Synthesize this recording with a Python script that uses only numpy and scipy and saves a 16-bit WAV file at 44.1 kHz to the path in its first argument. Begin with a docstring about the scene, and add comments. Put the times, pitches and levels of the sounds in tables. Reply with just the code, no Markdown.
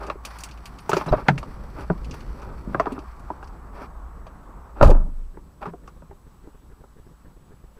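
"""Leaving a parked car

Inside a small car, at a camera on the windscreen: the engine's shudder dies away, keys jingle, the driver knocks
the trim while climbing out and slams the door, which dulls the traffic; faint knocks follow.
Blows are short noise bursts through resonances; rubbing, seat and traffic are shaped noise; keys are decaying sines.
The camera adds hiss, a thin whine and soft supply pulses, and limits the peaks."""
import sys
import numpy as np
from scipy import signal
from scipy.fft import rfft, irfft, next_fast_len
from scipy.io import wavfile
from scipy.ndimage import uniform_filter1d, map_coordinates

SR = 44100
rng = np.random.default_rng(int(sys.argv[2]) if len(sys.argv) > 2 else 0)


def dump(signal):
    """Clip the signal to [-1, 1] and save it as 16-bit WAV at the path in sys.argv[1]."""
    limited = np.clip(np.atleast_2d(signal).T, -1, 1)
    pcm = np.round(limited * 32767).astype(np.int16)
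    wavfile.write(sys.argv[1], SR, pcm)


N = 343539
SLAM_S = 4.826

# trim panel resonances: f/Hz, width/Hz, level/dB
TRIM_MODES = [(170, 110, -9.5), (293, 46, -0.5), (398, 48, 2.5), (602, 62, 1), (822, 61, 1), (964, 54, 2),
              (1230, 184, 0), (1510, 370, -4.5), (1763, 330, -10.5)]
# resonances of small stiff parts: f/Hz, width/Hz, level/dB
EDGE_MODES = [(2530, 1200, 9.5), (2830, 310, 8.5)]


def amp(db):
    """Decibels to gain."""
    return 10 ** (np.asarray(db) / 20)


def unit(x):
    """x at rms 1."""
    return x / np.sqrt(np.mean(x ** 2) + 1e-20)


def curves(rows, outside=None):
    """One value per sample for each column after the time."""
    s, *cols = np.transpose(rows)
    return [np.interp(np.arange(N) / SR, s, c, outside, outside) for c in cols]


def wobble(rate_hz):
    """Smooth random curve through rate_hz random knots a second."""
    knots = rng.standard_normal(int(N * rate_hz / SR) + 4)
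    return map_coordinates(knots, [np.arange(N) * rate_hz / SR])


def filtered(x, response):
    """x through a complex response of frequency."""
    m = next_fast_len(2 * len(x))
    return irfft(rfft(x, m) * response(np.fft.rfftfreq(m, 1 / SR)), m)[:len(x)]


def ringing(modes, scatter_db):
    """Sum of resonant band-passes of alternating sign, each strength scattered at random."""
    gains = amp(scatter_db * rng.standard_normal(len(modes)))

    def response(f):
        total = 0
        for k, (hz, width_hz, db) in enumerate(modes):
            band = 1j * f * width_hz / (hz * hz - f * f + 1j * f * width_hz)
            total = total + (-1) ** k * gains[k] * amp(db) * band
        return total
    return response


def shelf(hz, db, order=3):
    """Changes the level above hz by db."""
    return lambda f: ((1 + amp(db / order) * 1j * f / hz) / (1 + 1j * f / hz)) ** order


def soft(hz, order=4):
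    """Low-pass: a padded contact loses what lies above hz."""
    return lambda f: (1 + 1j * f / hz) ** -order


def rush(spectrum):
    """Noise of rms 1 with the given spectrum and faint patches of random gain in time and frequency."""
    z = signal.stft(rng.standard_normal(N + 512), nperseg=512)[2]
    field = uniform_filter1d(rng.standard_normal(z.shape), size=8, axis=0)
    field = uniform_filter1d(field, size=10, axis=1)
    noise = signal.istft(z * amp(1.2 * unit(field)), nperseg=512)[1][:N]
    f, db = np.transpose(spectrum)
    return unit(filtered(noise, lambda hz: amp(np.interp(np.log(hz + 1), np.log(f + 1), db))))


def blow(t60_s, kick, rise_s):
    """A one-sample push followed by the cabin's dying scatter."""
    t = np.arange(SR // 4) / SR
    scatter = rng.standard_normal(len(t)) * amp(-60 * t / t60_s) * (1 - np.exp(-t / rise_s))
    scatter[0] = kick
    return scatter


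def add(track, s, sound, db):
    """Mixes a sound in at time s with its peak at db."""
    i = round(s * SR)
    track[i:i + len(sound)] += amp(db) * sound[:N - i] / np.abs(sound).max()


def shake(db, rise_s, t60_s):
    """Gain that climbs 60 dB per rise_s to the slam and falls 60 dB per t60_s after it."""
    t = np.arange(N) / SR - SLAM_S
    return amp(db + np.maximum(60 * np.minimum(t / rise_s, -t / t60_s), -200))


def door():
    """The slam: air booms until leaked out, low tones, shaking glass, panels, floor; one low swing at 1.112 s."""
    # slow swings, and a harder 76 Hz overtone of the overloaded boom: t/s, f/Hz, peak level/dB, t60/s, rise/s
    low_tone_rows = [(4.852, 24.6, -15, .95, .05), (5.144, 26.8, -30, .55, .03),
                     (4.8495, 76, -9.5, .2, .01), (4.838, 44, -14, .3, .01), (1.112, 38, -12, .14, .002)]
    # door skin, colours its shaking: f/Hz, width/Hz, level/dB
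    skin_modes = [(567, 290, -5.5), (1239, 1600, -13)]
    out, t = np.zeros(N), np.arange(SR) / SR
    boom = np.sin(2 * np.pi * 25.4 * t) * amp(-60 * (t / .275) ** 4) * (1 - np.exp(-t / .025))
    add(out, 4.823, boom, -5.2)
    add(out, 4.8, np.hanning(round(.045 * SR)), -10)  # air squeezed just before the latch meets
    for s, hz, db, t60_s, rise_s in low_tone_rows:
        add(out, s, np.sin(2 * np.pi * hz * t) * amp(-60 * t / t60_s) * (1 - np.exp(-t / rise_s)), db)

    glass_still_s, glass_fade_s = 0.09, 0.0039  # the pane has seated itself this long after the slam
    loose = np.clip((SLAM_S + glass_still_s - np.arange(N) / SR) / glass_fade_s, 0, 1)
    rattle = rush([(1500, -21.0), (2500, -3.5), (7000, -10.0), (15000, -25.0)])
    glass = unit(amp(5.2 * wobble(300)) * rattle)
    skin = unit(filtered(panels(), ringing(skin_modes, scatter_db=1)))
    floor = rush([(30, -16.5), (50, 11), (100, 4.5), (300, -7.5), (700, -57.0)])
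    out += shake(-39.5, rise_s=.02, t60_s=.6) * loose * glass
    out += shake(-14.5, rise_s=.033, t60_s=.37) * skin
    return out + shake(-10.5, rise_s=.039, t60_s=.55) * floor


def struck(modes):
    """Modes as one blow finds them: widened by the striking hand or foot, each a little off its pitch."""
    detune_share, damping = .05, 1.23
    return [(hz * (1 + detune_share * rng.standard_normal()), damping * width_hz, db)
            for hz, width_hz, db in modes]


def knocks():
    """Each blow rings the trim panels and the small stiff parts."""
    # blows on the trim: t/s, panel peak level/dB, stiff-part level re panel/dB
    knock_rows = [(0.1003, -14.5, -7), (0.155, -32, -33), (0.25, -30, 2), (0.893, -11, -43),
                  (0.9166, -15.5, -3.5), (0.932, -7, -22), (0.9675, -10, -12), (1.011, -16, -12),
                  (1.061, -24, -13), (1.083, -23, -32), (1.134, -8.5, -29), (1.182, -26, -18),
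                  (1.285, -2, -7.5), (1.379, -26.5, 2.5), (1.429, -26, -13), (1.9003, -11.5, -35),
                  (2.141, -30, -5), (2.746, -13, -24), (2.798, -8, -20.5), (2.858, -18.5, -15),
                  (2.868, -14, -25), (2.979, -24.5, -34), (3.305, -22.5, -31), (3.428, -29.5, -13.5),
                  (4.266, -31.5, -17), (4.812, -6.5, -20.5), (4.828, -1, -23.5), (4.863, -14, -19),
                  (4.913, -11, -48), (4.949, -21, -33), (5.371, -30.5, -35), (5.628, -27, -9),
                  (5.657, -23.5, -19), (5.736, -29.5, -46), (5.878, -32.5, -23), (6.021, -36.5, -23.5),
                  (6.111, -36.5, -42), (6.472, -34.5, -53), (6.838, -38.5, -38)]
    usual_edge_db = -21  # the trim brightens dB for dB with edge above this
    out = np.zeros(N)
    for s, db, edge_db in knock_rows:
        push = blow(.055, kick=13, rise_s=.001)
        trim = ringing(struck(TRIM_MODES), scatter_db=3)
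        edge = ringing(EDGE_MODES, scatter_db=3)
        bright = shelf(700, edge_db - usual_edge_db)
        add(out, s, filtered(push, lambda f: trim(f) * bright(f) * soft(3000)(f)), db)
        add(out, s, filtered(push, lambda f: edge(f) * soft(6000)(f)), db + edge_db)
    return out


def thuds():
    """Padded blows: a rough ring at the pitch of the floor, sill, seat frame or door part hit."""
    # blows: t/s, peak level/dB, pitch/Hz
    thud_rows = [(0.895, -27, 178), (0.931, -24, 155), (1.063, -24.5, 137), (1.114, -15.5, 119),
                 (1.284, -10, 139), (1.9004, -13.5, 171), (2.674, -22, 171), (2.746, -24.5, 155),
                 (2.92, -22.5, 254), (5.372, -38, 316), (5.67, -29.5, 164), (6.025, -40, 156),
                 (1.1265, -8, 620), (3.303, -17, 894), (4.811, -4, 603), (4.828, -7, 554),
                 (4.895, -9.5, 520)]
    # modes of the part: f/pitch, width/pitch, level/dB
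    part_modes = [(1, 0.18, 5), (1.7, 1, -10.5)]
    scatter_cycles = 30  # t60 in periods of the pitch
    out = np.zeros(N)
    for s, db, pitch_hz in thud_rows:
        modes = [(k * pitch_hz, share * pitch_hz, level) for k, share, level in part_modes]
        part = ringing(modes, scatter_db=2)
        push = blow(scatter_cycles / pitch_hz, kick=16.0, rise_s=0.0016)
        add(out, s, filtered(push, lambda f: part(f) * soft(1200)(f)), db)
    return out


def clicks():
    """Dry broad snaps of keys, buckle and latch; the tilt sets how hard and small the contact is."""
    # contacts: t/s, peak level/dB, treble tilt/dB
    click_rows = [(0.0316, -42, -10), (0.066, -39, -23), (0.251, -26.5, 1), (0.386, -34.5, 1),
                  (0.405, -34, 18), (0.436, -23, 18), (0.488, -41, -6), (0.5108, -38.5, -13),
                  (0.5744, -42.5, -18), (0.656, -32.5, -5), (0.7862, -38.5, -20), (0.8939, -22.5, 8),
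                  (0.9314, -21.5, -25), (0.9677, -23.5, -24), (1.0625, -38, -3), (1.1204, -38.5, -10),
                  (1.282, -26, -25), (1.3815, -34.5, -4), (1.43, -40, -10), (1.8068, -39.5, -10),
                  (2.045, -38, -31), (2.11, -33.5, -35), (2.141, -40.5, 15), (2.1894, -54, -10),
                  (2.2054, -41, -32), (2.4182, -45.5, -12), (2.7973, -34, -45), (2.921, -35.5, -6),
                  (2.989, -40.5, -32), (3.1953, -48, 13), (3.4286, -51, -25), (3.4424, -48, -22),
                  (3.474, -44.5, -16), (4.2667, -45, -35), (4.826, -18.5, -33), (4.9042, -30.5, -9),
                  (5.875, -46, -40)]
    # snap resonances: f/Hz, width/Hz, level/dB
    snap_modes = [(2600, 490, 7), (4660, 440, 5.5), (5870, 1000, 2), (9300, 2900, -4.5), (13000, 6500, -13)]
    out = np.zeros(N)
    for s, db, tilt_db in click_rows:
        snap = ringing(snap_modes, scatter_db=2.5)
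        push = blow(0.071, kick=0.68, rise_s=0.00017)
        add(out, s, filtered(push, lambda f: snap(f) * shelf(8000, tilt_db)(f)), db)
    return out


def keys():
    """Short pure rings of thin metal; the keys not struck stir weakly and unevenly."""
    # keys touching: t/s, struck key/index, peak level/dB
    jingle_rows = [(.29, 1, -58), (.364, 3, -63), (.405, 1, -50), (.488, 3, -64), (.657, 4, -57),
                   (.67, 1, -55), (.802, 1, -53), (.943, 0, -48), (.952, 3, -59), (.98, 2, -55),
                   (.985, 4, -58), (1.39, 3, -59)]
    # pitch of each key: f/Hz
    key_hz = [7000, 9560, 10500, 12600, 14080]
    t60_s, neighbours_db = .08, -16
    out, t = np.zeros(N), np.arange(SR // 8) / SR
    for s, key, db in jingle_rows:
        others_db = neighbours_db + 4 * rng.standard_normal(len(key_hz))
        levels_db = np.where(np.arange(len(key_hz)) == key, 0, others_db)
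        ring = sum(amp(level) * np.sin(2 * np.pi * hz * t) for hz, level in zip(key_hz, levels_db))
        add(out, s, ring * amp(-60 * t / t60_s) * (1 - np.exp(-t / .002)), db)
    return out


def squeak():
    """Hinge or seal lets go: a brief rough stick-slip tone, harmonics on a jittered phase."""
    # harmonics: f/pitch, level/dB
    harmonics = [(2, 2), (3, 11), (4, 4)]
    start_s, length_s, pitch_hz, peak_db = 1.082, .022, 1325, -36
    t = np.arange(round(length_s * SR)) / SR
    phase = 2 * np.pi * pitch_hz * t + 0.34 * wobble(400)[:len(t)]
    tone = sum(amp(db) * np.sin(k * phase) for k, db in harmonics)
    out = np.zeros(N)
    add(out, start_s, np.sqrt(np.hanning(len(t))) * tone, peak_db)
    return out


def panels():
    """Grainy noise in the trim's resonances, rms 1."""
    trim, edge = ringing(TRIM_MODES, scatter_db=0), ringing(EDGE_MODES, scatter_db=0)
    grain = amp(2.65 * wobble(70)) * rng.standard_normal(N)
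    return unit(filtered(grain, lambda f: (trim(f) + amp(-25.0) * edge(f)) * soft(3500)(f)))


def rubbed(x):
    """x in the resonances of rubbing, rms 1."""
    # rubbing as the cabin colours it: f/Hz, width/Hz, level/dB
    rub_modes = [(1070, 660, 12), (2500, 440, -3.5), (4300, 560, -6.5), (6000, 500, -6.5),
                 (9800, 6000, -15.5)]
    resonances = ringing(rub_modes, scatter_db=0)
    return unit(filtered(x, lambda f: resonances(f) * soft(12000, order=2)(f)))


def crackle(rate_hz):
    """Sparse random snaps of uneven size, rms 1."""
    sizes_db = 3 * np.minimum(rng.exponential(size=N), 3)
    spikes = (rng.random(N) < rate_hz / SR) * amp(sizes_db)
    return rubbed(signal.fftconvolve(spikes, blow(.03, kick=3, rise_s=.0005))[:N])


def scuffs():
    """Running noise dies away, then drags swell and fade: each mixes panel noise with gritty hiss."""
    # drags over seat and sill, door seal closing; the first row is running noise dying away:
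    # start/s, length/s, panel level/dB, hiss level/dB
    scuff_rows = [(-.06, 0.24, -36.5, -51), (0.869, 0.2, -35.5, -39), (1.056, 0.062, -30, -52),
                  (1.112, 0.052, -20.5, -58), (1.134, 0.11, -31, -52), (1.236, 0.11, -36, -56),
                  (1.743, 0.12, -35, -50), (2.308, 0.29, -42.5, -63), (2.55, 0.59, -42.5, -60.5),
                  (3.713, 0.13, -41.5, -56), (3.791, 0.087, -38, -51), (4.744, 0.14, -32, -60),
                  (5.606, 0.046, -35.5, -52), (5.632, 0.084, -37, -58)]
    t, dull, bright = np.arange(N) / SR, np.zeros(N), np.zeros(N)
    for s, length_s, dull_db, bright_db in scuff_rows:
        swell = np.abs(np.sin(np.pi * np.clip((t - s) / length_s, 0, 1))) ** 1.5
        dull += amp(dull_db) * swell
        bright += amp(bright_db) * swell
    hiss = rubbed(amp(3 * wobble(90)) * rng.standard_normal(N))
    grit = amp(-2.5) * crackle(240)
    return dull * panels() + bright * (hiss + grit)


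def engine():
    """The body hums at one low order of the stopping engine, unsteady in strength."""
    # hum: t/s, f/Hz, rms level/dB
    shudder_rows = [(0.0, 56.14, -41), (0.5, 56.7, -41.5), (0.85, 51.2, -55)]
    hz, db = curves(shudder_rows)[0], curves(shudder_rows, -120)[1]
    return np.sqrt(2) * amp(db + 1.5 * wobble(11)) * np.sin(2 * np.pi * np.cumsum(hz) / SR)


def cloth():
    """Clothes and belt rubbing: unsteady noise and tiny snaps in the rubbing resonances."""
    # rubbing: t/s, level/dB
    cloth_rows = [(.1, -86), (.3, -47.5), (.55, -56), (1.1, -52), (1.45, -56), (2.3, -53.5), (2.6, -58),
                  (3.2, -60), (3.7, -69.5)]
    rub = rubbed(amp(2.5 * wobble(70) + 2.5 * wobble(14)) * rng.standard_normal(N))
    return amp(curves(cloth_rows, -120)[0]) * (rub + amp(-6) * crackle(90))


def cabin():
    """Low noise of body sway and seat as the driver's weight shifts and the car settles."""
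    # weight shifts: t/s, body sway level/dB, seat and floor level/dB
    room_rows = [(0, -45, -52), (.88, -46, -49.5), (1.36, -36.5, -43), (2.55, -35.5, -42.5),
                 (3.1, -40.5, -48.5), (4.75, -41.5, -50), (5.3, -43.5, -55), (5.8, -49.5, -51.5),
                 (6.3, -49.5, -57), (7.79, -53.5, -57)]
    # sway spectrum: f/Hz, relative level per Hz/dB
    sway_spectrum = [(12, -11.5), (48, -1.5), (61, -1.5), (86, -18.5), (140, -42.5), (240, -120)]
    # seat spectrum: f/Hz, relative level per Hz/dB
    seat_spectrum = [(47, -39.5), (80, -5), (168, -5), (308, -12.5), (600, -17.5), (780, -48), (1320, -120)]
    sway_db, seat_db = curves(room_rows)
    sway = amp(sway_db + 0.56 * wobble(7.3)) * rush(sway_spectrum)
    seat = amp(seat_db) * unit(amp(2 * wobble(25)) * rush(seat_spectrum))
    return sway + seat


def traffic():
    """Shaped noise through the door, drifting in level; it drops as the seal closes."""
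    # spectrum: f/Hz, relative level per Hz/dB
    traffic_spectrum = [(240, -45.5), (400, -5), (477, -28), (605, -6.5), (698, 0), (1150, 3), (3000, -31),
                        (3900, -94.5)]
    open_db, shut_db, seal_s = -51.5, -63, 0.13
    db = np.interp(np.arange(N) / SR, [SLAM_S - seal_s, SLAM_S], [open_db, shut_db])
    return amp(db + wobble(2.9)) * rush(traffic_spectrum)


def supply():
    """Camera supply sags while it stores data: a step down and up, soft buzz between, steady offset blocked."""
    # long sags: start/s
    long_starts = [5.338, 6.098, 6.438, 6.7, 6.966, 7.248, 7.508, 7.767]
    # short sags: start/s
    short_starts = [5.836, 5.966, 6.267, 6.546, 6.807, 7.066, 7.366, 7.639]
    # buzz: f/Hz, width/Hz, level/dB
    buzz_modes = [(185, 126, -3.5), (432, 76, 4), (1657, 310, -10)]
    long_s, short_s = .033, .0105
    t, sag = np.arange(N) / SR, np.zeros(N)
    for starts, length_s in [(long_starts, long_s), (short_starts, short_s)]:
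        for s in starts:
            sag += (t >= s) * (t < s + length_s)
    steps = filtered(-sag, lambda f: 1j * f / (35 + 1j * f) * soft(500, order=2)(f))
    resonances = ringing(buzz_modes, scatter_db=0)
    buzz = unit(filtered(rng.standard_normal(N), lambda f: resonances(f) * soft(4000)(f)))
    return amp(-36.0) * steps + amp(-54.5) * uniform_filter1d(sag, size=100) * buzz


def scene():
    """All sources at the one microphone."""
    events = door() + knocks() + thuds() + clicks() + keys() + squeak() + scuffs()
    return (events + engine() + cloth() + cabin() + traffic())[None]


def record(dry):
    """Camera: adds hiss, whine and supply sags, limits near full scale, cuts all above its band limit."""
    # hiss spectrum: f/Hz, relative level per Hz/dB
    hiss_spectrum = [(880, -50), (1500, -3.5), (5010, -8.5), (15600, -12)]
    # whine: f/Hz, rms level/dB
    whine_rows = [(7881, -77.5)]
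    hiss_db, limit, top_hz = -68.5, .98, 15600
    (hz, db), = whine_rows
    whine = np.sqrt(2) * amp(db) * np.sin(2 * np.pi * hz * np.arange(N) / SR)
    x = dry[0] + amp(hiss_db) * rush(hiss_spectrum) + whine + supply()
    x = x / (1 + np.abs(x / limit) ** 16) ** (1 / 16)
    return filtered(x, lambda f: f < top_hz)[None]


dry = scene()
out = record(dry)
dump(out)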